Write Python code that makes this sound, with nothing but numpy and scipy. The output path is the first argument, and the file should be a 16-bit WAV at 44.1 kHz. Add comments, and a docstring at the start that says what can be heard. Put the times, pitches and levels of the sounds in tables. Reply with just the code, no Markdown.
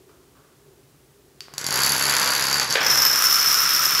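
"""Dominoes topple on a hard floor in a quiet room. A row of white ones starts slowly, runs at an even
pace, knocks over a larger piece at the corner and sets off a row of clear, higher-ringing ones, while
a field of dominoes begins to fall beside it. Each strike is a tick, a rattle and a ring; fallen pieces
clatter and thud on the floor. The room echoes, with a faint hiss, hum and a few scuffs behind it all."""
import sys
import numpy as np
from scipy import signal
from scipy.fft import rfft, irfft
from scipy.io import wavfile

SR = 44100
rng = np.random.default_rng(int(sys.argv[2]) if len(sys.argv) > 2 else 0)


def pcm_store(signal):
    """Save signal as 16-bit PCM."""
    levels = np.round(np.clip(np.atleast_2d(signal), -1, 1) * 32767)
    wavfile.write(sys.argv[1], SR, levels.astype(np.int16).T)


N = 176400
T = np.arange(N) / SR
DOMINOES_PER_S, NUDGE_S = 68.3, 1.4066   # pace of a running row; when the first piece is tipped

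# The tones of a white domino. Each row: pitch in Hz, relative level in dB, seconds to fade by 60 dB.
WHITE_TONES = [(4180,-15.5,0.041),(4590,-3.5,0.076),(4965,-11,0.062),(10400,-6,0.022),(11340,-2,0.027),(15200,-18,0.014)]


def from_db(db):
    """Turn decibels into a number to multiply by."""
    return 10 ** (np.asarray(db) / 20)


def rms_one(x):
    """Scale a sound to an average (rms) level of 1."""
    return x / np.sqrt(np.mean(x ** 2) + 1e-20)


def along(curve, s):
    """Read a curve at the given times."""
    return np.interp(s, *np.transpose(curve))


def clicks(s, size):
    """Clicks of the given sizes at the given times."""
    return np.bincount((np.ravel(s) * SR).astype(int), np.ravel(size), N)[:N]


def dying(s, db, t60):
    """A level that jumps up at time s, then fades by 60 dB every t60 seconds."""
    return (T > s) * from_db(db) * np.exp(-np.log(1000) * abs(T - s) / t60)


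def coloured(x, points, size=8192):
    """Give a sound a colour, a balance of low and high pitches, that falls away beyond the end points."""
    hz, db = np.transpose(points)
    f = np.maximum(np.arange(size // 2 + 1) * SR / size, 1)
    gain = from_db(np.interp(np.log(f), np.log(hz), db))
    gain = gain / (1 + (f / hz[-1] / 2) ** 2) ** 2 / (1 + (hz[0] / f / 2) ** 2)
    cepstrum = irfft(np.log(gain))[:size // 2]   # keeping half means nothing sounds before its click
    response = irfft(np.exp(2 * rfft(cepstrum, size)))
    return signal.fftconvolve(x, rms_one(response) / np.sqrt(size))[:N]


def ring(x, hz, t60):
    """Each click starts a tone that fades by 60 dB in t60 seconds."""
    decay, angle = np.exp(-np.log(1000) / (t60 * SR)), 2 * np.pi * hz / SR
    return signal.lfilter([.5, 0, -.5], [1, -2 * decay * np.cos(angle), decay * decay], x + 1e-18)


def patter(per_s, spread_db):
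    """Tiny taps at random times and of uneven strength."""
    size = from_db(spread_db * np.clip(rng.standard_normal(N), -2, 2)) * rng.choice([-1, 1], N)
    return rms_one(size * (rng.random(N) < per_s / SR))


def background(hum_hz=390, hum_t60=0.046):
    """Quiet hiss and rumble with a wavering hum."""
    # The colour of the room's air. Each row: pitch in Hz, relative level in dB.
    air_colour = [(25,-27),(45,-13),(62,-3.5),(100,-11.5),(138,3),(185,-12.5),(300,-8),(600,-16),(2200,-24),(15500,-25)]
    # How loud the hum is. Each row: time in seconds, level in dB.
    hum_level = [(.08,-56.5),(.25,-61),(.6,-66),(.71,-54.5),(.92,-68.5),(1.2,-60.5),(1.4,-59.5)]
    hum = rms_one(ring(ring(rng.standard_normal(N), hum_hz, hum_t60), hum_hz, hum_t60 / 2))
    air = from_db(-56) * coloured(rng.standard_normal(N), air_colour)
    return air + from_db(along(hum_level, T)) * hum


def room_echo(x, spots=14, delay_s=0.0068, treble_hz=6200):
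    """The room's echo loses its treble first, and changes as the toppling travels across the floor."""
    t, echo = T[:SR], 0
    position = np.linspace(0, spots - 1, N)
    for spot in range(spots):
        response = 0
        for band, t60, db in (("low", 0.74, -5), ("high", 0.25, -4)):
            tail = rng.standard_normal(SR) * np.exp(-np.log(1000) * t / t60) * (t > delay_s)
            split = signal.butter(2, treble_hz, band, fs=SR, output="sos")
            response = response + from_db(db) * signal.sosfilt(split, tail / np.linalg.norm(tail))
        nearness = np.sqrt(np.maximum(1 - abs(position - spot), 0))
        echo = echo + signal.fftconvolve(x * nearness, response)[:N]
    return echo


def scuffs():
    """Faint, dull scuffs some way off, before the dominoes fall."""
    # Each row: start in seconds, level in dB, seconds to fade by 60 dB.
    events = [(.09,-55.5,0.44),(0.35,-57,0.92)]
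    # Their colour. Each row: pitch in Hz, relative level in dB.
    colour = [(400,-1),(750,-14),(1200,-1.5),(1550,-5.5),(1900,-19),(6000,-23),(15000,-30)]
    return coloured(patter(2200, spread_db=5) * sum(dying(*scuff) for scuff in events), colour)


def floor_thud(fall_s, uneven_db=2):
    """Every fall pushes on the floor, so the pace of the row is heard as a low purr."""
    # How loud the purr is. Each row: time in seconds, level in dB.
    level = [(1.58,-48),(1.66,-39.5),(1.9,-41),(2.2,-45),(2.7,-43.5),(2.95,-42),(3.3,-51.5),(4,-48.5)]
    # The floor's deep colour. Each row: pitch in Hz, relative level in dB.
    colour = [(50,-18),(68,-2.5),(95,-5),(150,8),(180,-3),(290,-2.5),(500,-8),(2000,-93)]
    pushes = clicks(fall_s, from_db(along(level, fall_s))) * from_db(uneven_db * rng.standard_normal(N))
    return coloured(pushes * np.sqrt(SR / DOMINOES_PER_S), colour)


def floor_clatter():
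    """Fallen pieces knock on the floor and on each other, along the rows and across the field."""
    # How loud each clatter is. Each row: time in seconds, level in dB.
    row_level = [(1.40,-61),(1.53,-59),(1.60,-40),(1.68,-35),(1.78,-25.5),(1.98,-28),(2.14,-24),(2.48,-28.5),(2.62,-26),(2.68,-36),(2.73,-28),(3.03,-26.5),(3.2,-34.5),(4,-44)]
    field_level = [(2.9,-91),(3.15,-27.5),(4,-27)]
    # Their colours. Each row: pitch in Hz, relative level in dB.
    row_colour = [(110, -41), (180, -12.5), (280, -9), (358, -12.5), (489, -5), (694, -8.5), (972, 0.5),
                  (1290, -1), (1420, 2.5), (2350, -4), (4000, -8.5), (5200, -31), (8800, -120)]
    field_colour = [(150,-16.5),(500,-15),(850,-15),(1080,-3),(1300,5.5),(1650,-3),(2400,-4),(4000,-7.5),(8000,-13)]
    rows = patter(900, spread_db=1) * from_db(along(row_level, T)) * (T > NUDGE_S)
    field = patter(1400, spread_db=0.5) * from_db(along(field_level, T)) * (T > field_level[0][0])
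    return coloured(rows, row_colour) + coloured(field, field_colour)


def floor_knocks():
    """Single pieces land flat with a dull knock."""
    # The landings. Each row: start in seconds, strength in dB.
    landings = [(1.4833,-20),(1.538,-20),(1.689,-6),(1.725,-9),(2.813,-2),(3.868,-10)]
    # Their colour. Each row: pitch in Hz, relative level in dB.
    colour = [(420,0.5),(1050,3),(5000,-20)]
    s, db = np.transpose(landings)
    return coloured(clicks(s, from_db(db)), colour)


def nudge(ring_db=-18.5):
    """A dull tap tips the first white piece and sets it ringing."""
    # The tap's colour. Each row: pitch in Hz, relative level in dB.
    colour = [(900,-10),(2600,0),(4800,2.5),(9000,-9)]
    tap = clicks(np.array([NUDGE_S]), from_db([-11]))
    tones = sum(from_db(db + ring_db) * ring(tap, hz, t60) for hz, db, t60 in WHITE_TONES[1:3])
    return coloured(tap, colour) + tones


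def corner_piece(low_cut_hz=230, rattle_low_cut_hz=690):
    """A larger piece slaps down, bounces and rattles to rest."""
    # Its landing and bounces. Each row: start in seconds, strength in dB.
    hits = [(2.7552,5.5),(2.7572,9),(2.7645,-3),(2.772,-17)]
    # The slap's colour. Each row: pitch in Hz, relative level in dB.
    colour = [(330,0),(800,-1),(1100,-6),(1700,2),(5000,-9),(8000,-26)]
    # Its tones. Each row: pitch in Hz, relative level in dB, seconds to fade by 60 dB.
    tones = [(570,-31,0.013),(1604,-27.5,0.02),(2070,-32,0.03)]
    s, db = np.transpose(hits)
    rattle = patter(2300, spread_db=4.5) * dying(s[0], db=-18, t60=0.63)
    # The small bounces lack the weight of the first slap.
    rattle = signal.lfilter(*signal.butter(1, rattle_low_cut_hz, "high", fs=SR), rattle)
    contacts = clicks(s, from_db(db)) + rattle
    body = sum(from_db(level) * ring(contacts, hz, t60) for hz, level, t60 in tones)
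    slap = from_db(-3.5) * coloured(contacts, colour)
    return signal.sosfilt(signal.butter(2, low_cut_hz, "high", fs=SR, output="sos"), body + slap)


def shape_treble(x, curve, treble_hz=8600):
    """Let the treble (the highest pitches) follow a level curve."""
    splits = (signal.butter(2, treble_hz, band, fs=SR, output="sos") for band in ("low", "high"))
    low, high = (signal.sosfilt(np.tile(split, (2, 1)), x) for split in splits)
    return low + high * from_db(along(curve, T))


def topple(main_strikes, run_level, start_s, snap_db, rattle_db, jitter_s=.0007, most=128):
    """Once a row is running, more dominoes fall at a nearly even pace between the main strikes."""
    times = np.array(main_strikes)[:, 0]
    s = np.concatenate([np.linspace(a, b, max(round((b - a) * DOMINOES_PER_S), 1), endpoint=False)[1:]
                        for a, b in zip(times, times[1:]) if a > start_s])
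    lateness, uneven_db = rng.standard_normal((most, 2))[:len(s)].T
    db = along(run_level, s) + uneven_db
    return np.vstack([main_strikes, np.transpose([s + jitter_s * lateness, db + snap_db, db + rattle_db])])


def collisions(strikes, colour, tones, snap_db, tick_db, lean_db, detune, count=16, most=128):
    """Each strike snaps, rebounds and jolts the leaning pieces; these contacts tick and ring."""
    # The ring is weaker in the first slow strikes. Each row: time in seconds, relative level in dB.
    ring_level = [(1.6,-4),(1.8,0)]
    rebound_s, lean_s, snap_lag_s = .0036, 0.015, .0012   # all counted from the first touch
    lean_soft_hz, snap_ring_db = 5430, -29.5
    s, strike_db, rattle_db = strikes.T[:, :, None]
    # Early contacts are bounces against a neighbour; later, duller ones run down the leaning chain.
    early = np.arange(count) < count // 2
    when = s + rng.random((most, count))[:len(s)] * np.where(early, rebound_s, lean_s)
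    force = from_db(3.5 * rng.standard_normal((most, count)) + lean_db * ~early)
    force *= rng.choice([-1, 1], (most, count))
    force = (force / np.linalg.norm(force, axis=1, keepdims=True))[:len(s)] * from_db(rattle_db)
    soften = signal.butter(1, lean_soft_hz, fs=SR)
    piece = rng.permuted(np.tile(np.arange(count), (most, 1)), axis=1)[:len(s)]
    # Rebounds stay within the pair that collides.
    piece = piece[:, np.where(early, np.arange(count) % 2, np.arange(count))]
    ticks, rings = clicks(s + snap_lag_s, from_db(strike_db + snap_db)), 0
    for k, offset in enumerate(np.linspace(-1, 1, count)):
        own_force = force * (piece == k)
        leaning = signal.lfilter(*soften, clicks(when, own_force * ~early) + 1e-18)
        contacts = clicks(when, own_force * early) + leaning
        ticks = ticks + from_db(tick_db) * contacts
        snaps = clicks(s + snap_lag_s, from_db(strike_db + snap_ring_db) * (piece[:, :1] == k))
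        tuning = 1 + detune * offset * (1 + offset ** 2) / 2   # no two pieces have quite the same pitch
        for hz, db, t60 in tones:
            sign = rng.choice([-1, 1], p=[.2, .8])
            rings = rings + sign * from_db(db) * ring(contacts + snaps, hz * tuning, t60)
    return coloured(ticks, colour) + rings * from_db(along(ring_level, T))


def domino_rows():
    """The white row topples, then the clear one; gives their sound and the time of every fall."""
    # The first and loudest strikes. Each row: start in seconds, relative snap and rattle levels in dB.
    white_strikes = [(1.537, -21, -32.5), (1.58, -1.5, -20.5), (1.6126, -18, -25.5), (1.642, -14, -20.5),
                     (1.6649, 0.5, -19), (1.6866, -21, -23), (1.707, -21, -17), (1.7245, -29, -18.5),
                     (1.7403, -28, -16.5), (1.7574, -9, -16.5), (1.8035, -13, -15.5), (1.8326, -7, -12.5),
                     (1.8467, -14, -17), (1.8624, -15, -12.5), (1.8924, -7, -15), (1.919, -12, -13.5),
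                     (2.0095, -32, -18.5), (2.0947, -16, -13.5), (2.1656, 5.5, -17), (2.2438, -10, -17),
                     (2.3484, -17, -15.5), (2.4231, -5, -16), (2.5265, -20, -13.5), (2.597, 3, -16),
                     (2.706, -29, -16), (2.7237, -5, -13.5), (2.7387, -8, -19)]
    clear_strikes = [(2.699, -36, -21.5), (2.805, -21, -22.5), (2.8274, -15, -19), (2.8466, -11, -18),
                     (2.8636, -10, -13), (2.8987, -16, -12), (2.9556, 6.5, -20), (2.9717, -7, -13.5),
                     (3.0177, -7, -11), (3.05, -1, -12), (3.158, 3.5, -18.5), (3.222, 8.5, -18.5),
                     (3.24, -10, -12), (3.2829, -9, -19), (3.4421, -20, -18), (3.5423, -3, -13),
                     (3.7627, 0, -17), (3.8478, -12, -13), (3.9934, -9, -13.5)]
    # The strength of the strikes in between. Each row: time in seconds, relative level in dB.
    white_run = [(1.75,-16.5),(1.88,-23),(1.989,-19.5),(2.15,-19),(2.45,-17.5),(2.63,-20.5),(2.66,-29),(2.698,-27)]
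    clear_run = [(2.86,-16),(3.1,-16.5),(3.35,-15),(3.7,-16.5),(4,-18.5)]
    # The colour of a tick. Each row: pitch in Hz, relative level in dB.
    white_tick = [(350,-8.5),(1500,-9.5),(3000,-11),(4500,0),(5800,3),(7200,4.5),(8600,-10.5),(9700,-2.5),(11000,2),(12000,-8),(13200,0),(14500,-17)]
    clear_tick = [(300,-28.5),(1500,7.5),(3000,-9.5),(4800,-2),(6200,5.5),(7400,2),(8600,-7),(9600,7),(11300,2),(15000,-8)]
    # A clear domino's tones. Each row: pitch in Hz, relative level in dB, seconds to fade by 60 dB.
    clear_tones = [(5303,6,0.038),(5550,-3.5,0.049),(5770,1,0.031),(10380,-13,0.028),(12150,-2.5,0.04),(13310,1.5,0.027)]
    # How bright the dominoes sound. Each row: time in seconds, treble boost or cut in dB.
    white_treble = [(1.68,-4.5),(1.89,0),(1.99,-1),(2.7,-8.5)]
    clear_treble = [(2.8,-3),(3.2,1)]
    white = topple(white_strikes, white_run, start_s=1.73, snap_db=4, rattle_db=1)
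    clear = topple(clear_strikes, clear_run, start_s=2.85, snap_db=5, rattle_db=-0.5)
    white_row = collisions(white, white_tick, WHITE_TONES, snap_db=2, tick_db=19, lean_db=-6, detune=0.03)
    clear_row = collisions(clear, clear_tick, clear_tones,
                           snap_db=-4.5, tick_db=16, lean_db=5.5, detune=0.016)
    sound = shape_treble(white_row, white_treble) + shape_treble(clear_row, clear_treble)
    return sound, np.concatenate([white[:, 0], clear[:, 0]])


def scene():
    """Both rows, the corner piece and the floor, in the room's quiet air."""
    rows, fall_s = domino_rows()
    direct = rows + nudge() + floor_clatter() + floor_knocks() + corner_piece() + scuffs()
    return (direct + floor_thud(fall_s) + room_echo(direct) + background())[None]


def record(dry, ceiling=.9, cutoff_hz=15650):
    """Round off the loudest peaks and cut away the very highest pitches."""
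    rounded = dry / (1 + (dry / ceiling) ** 4) ** .25
    return signal.sosfilt(signal.ellip(10, .1, 80, cutoff_hz, fs=SR, output="sos"), rounded)


dry = scene()
out = record(dry)
pcm_store(out)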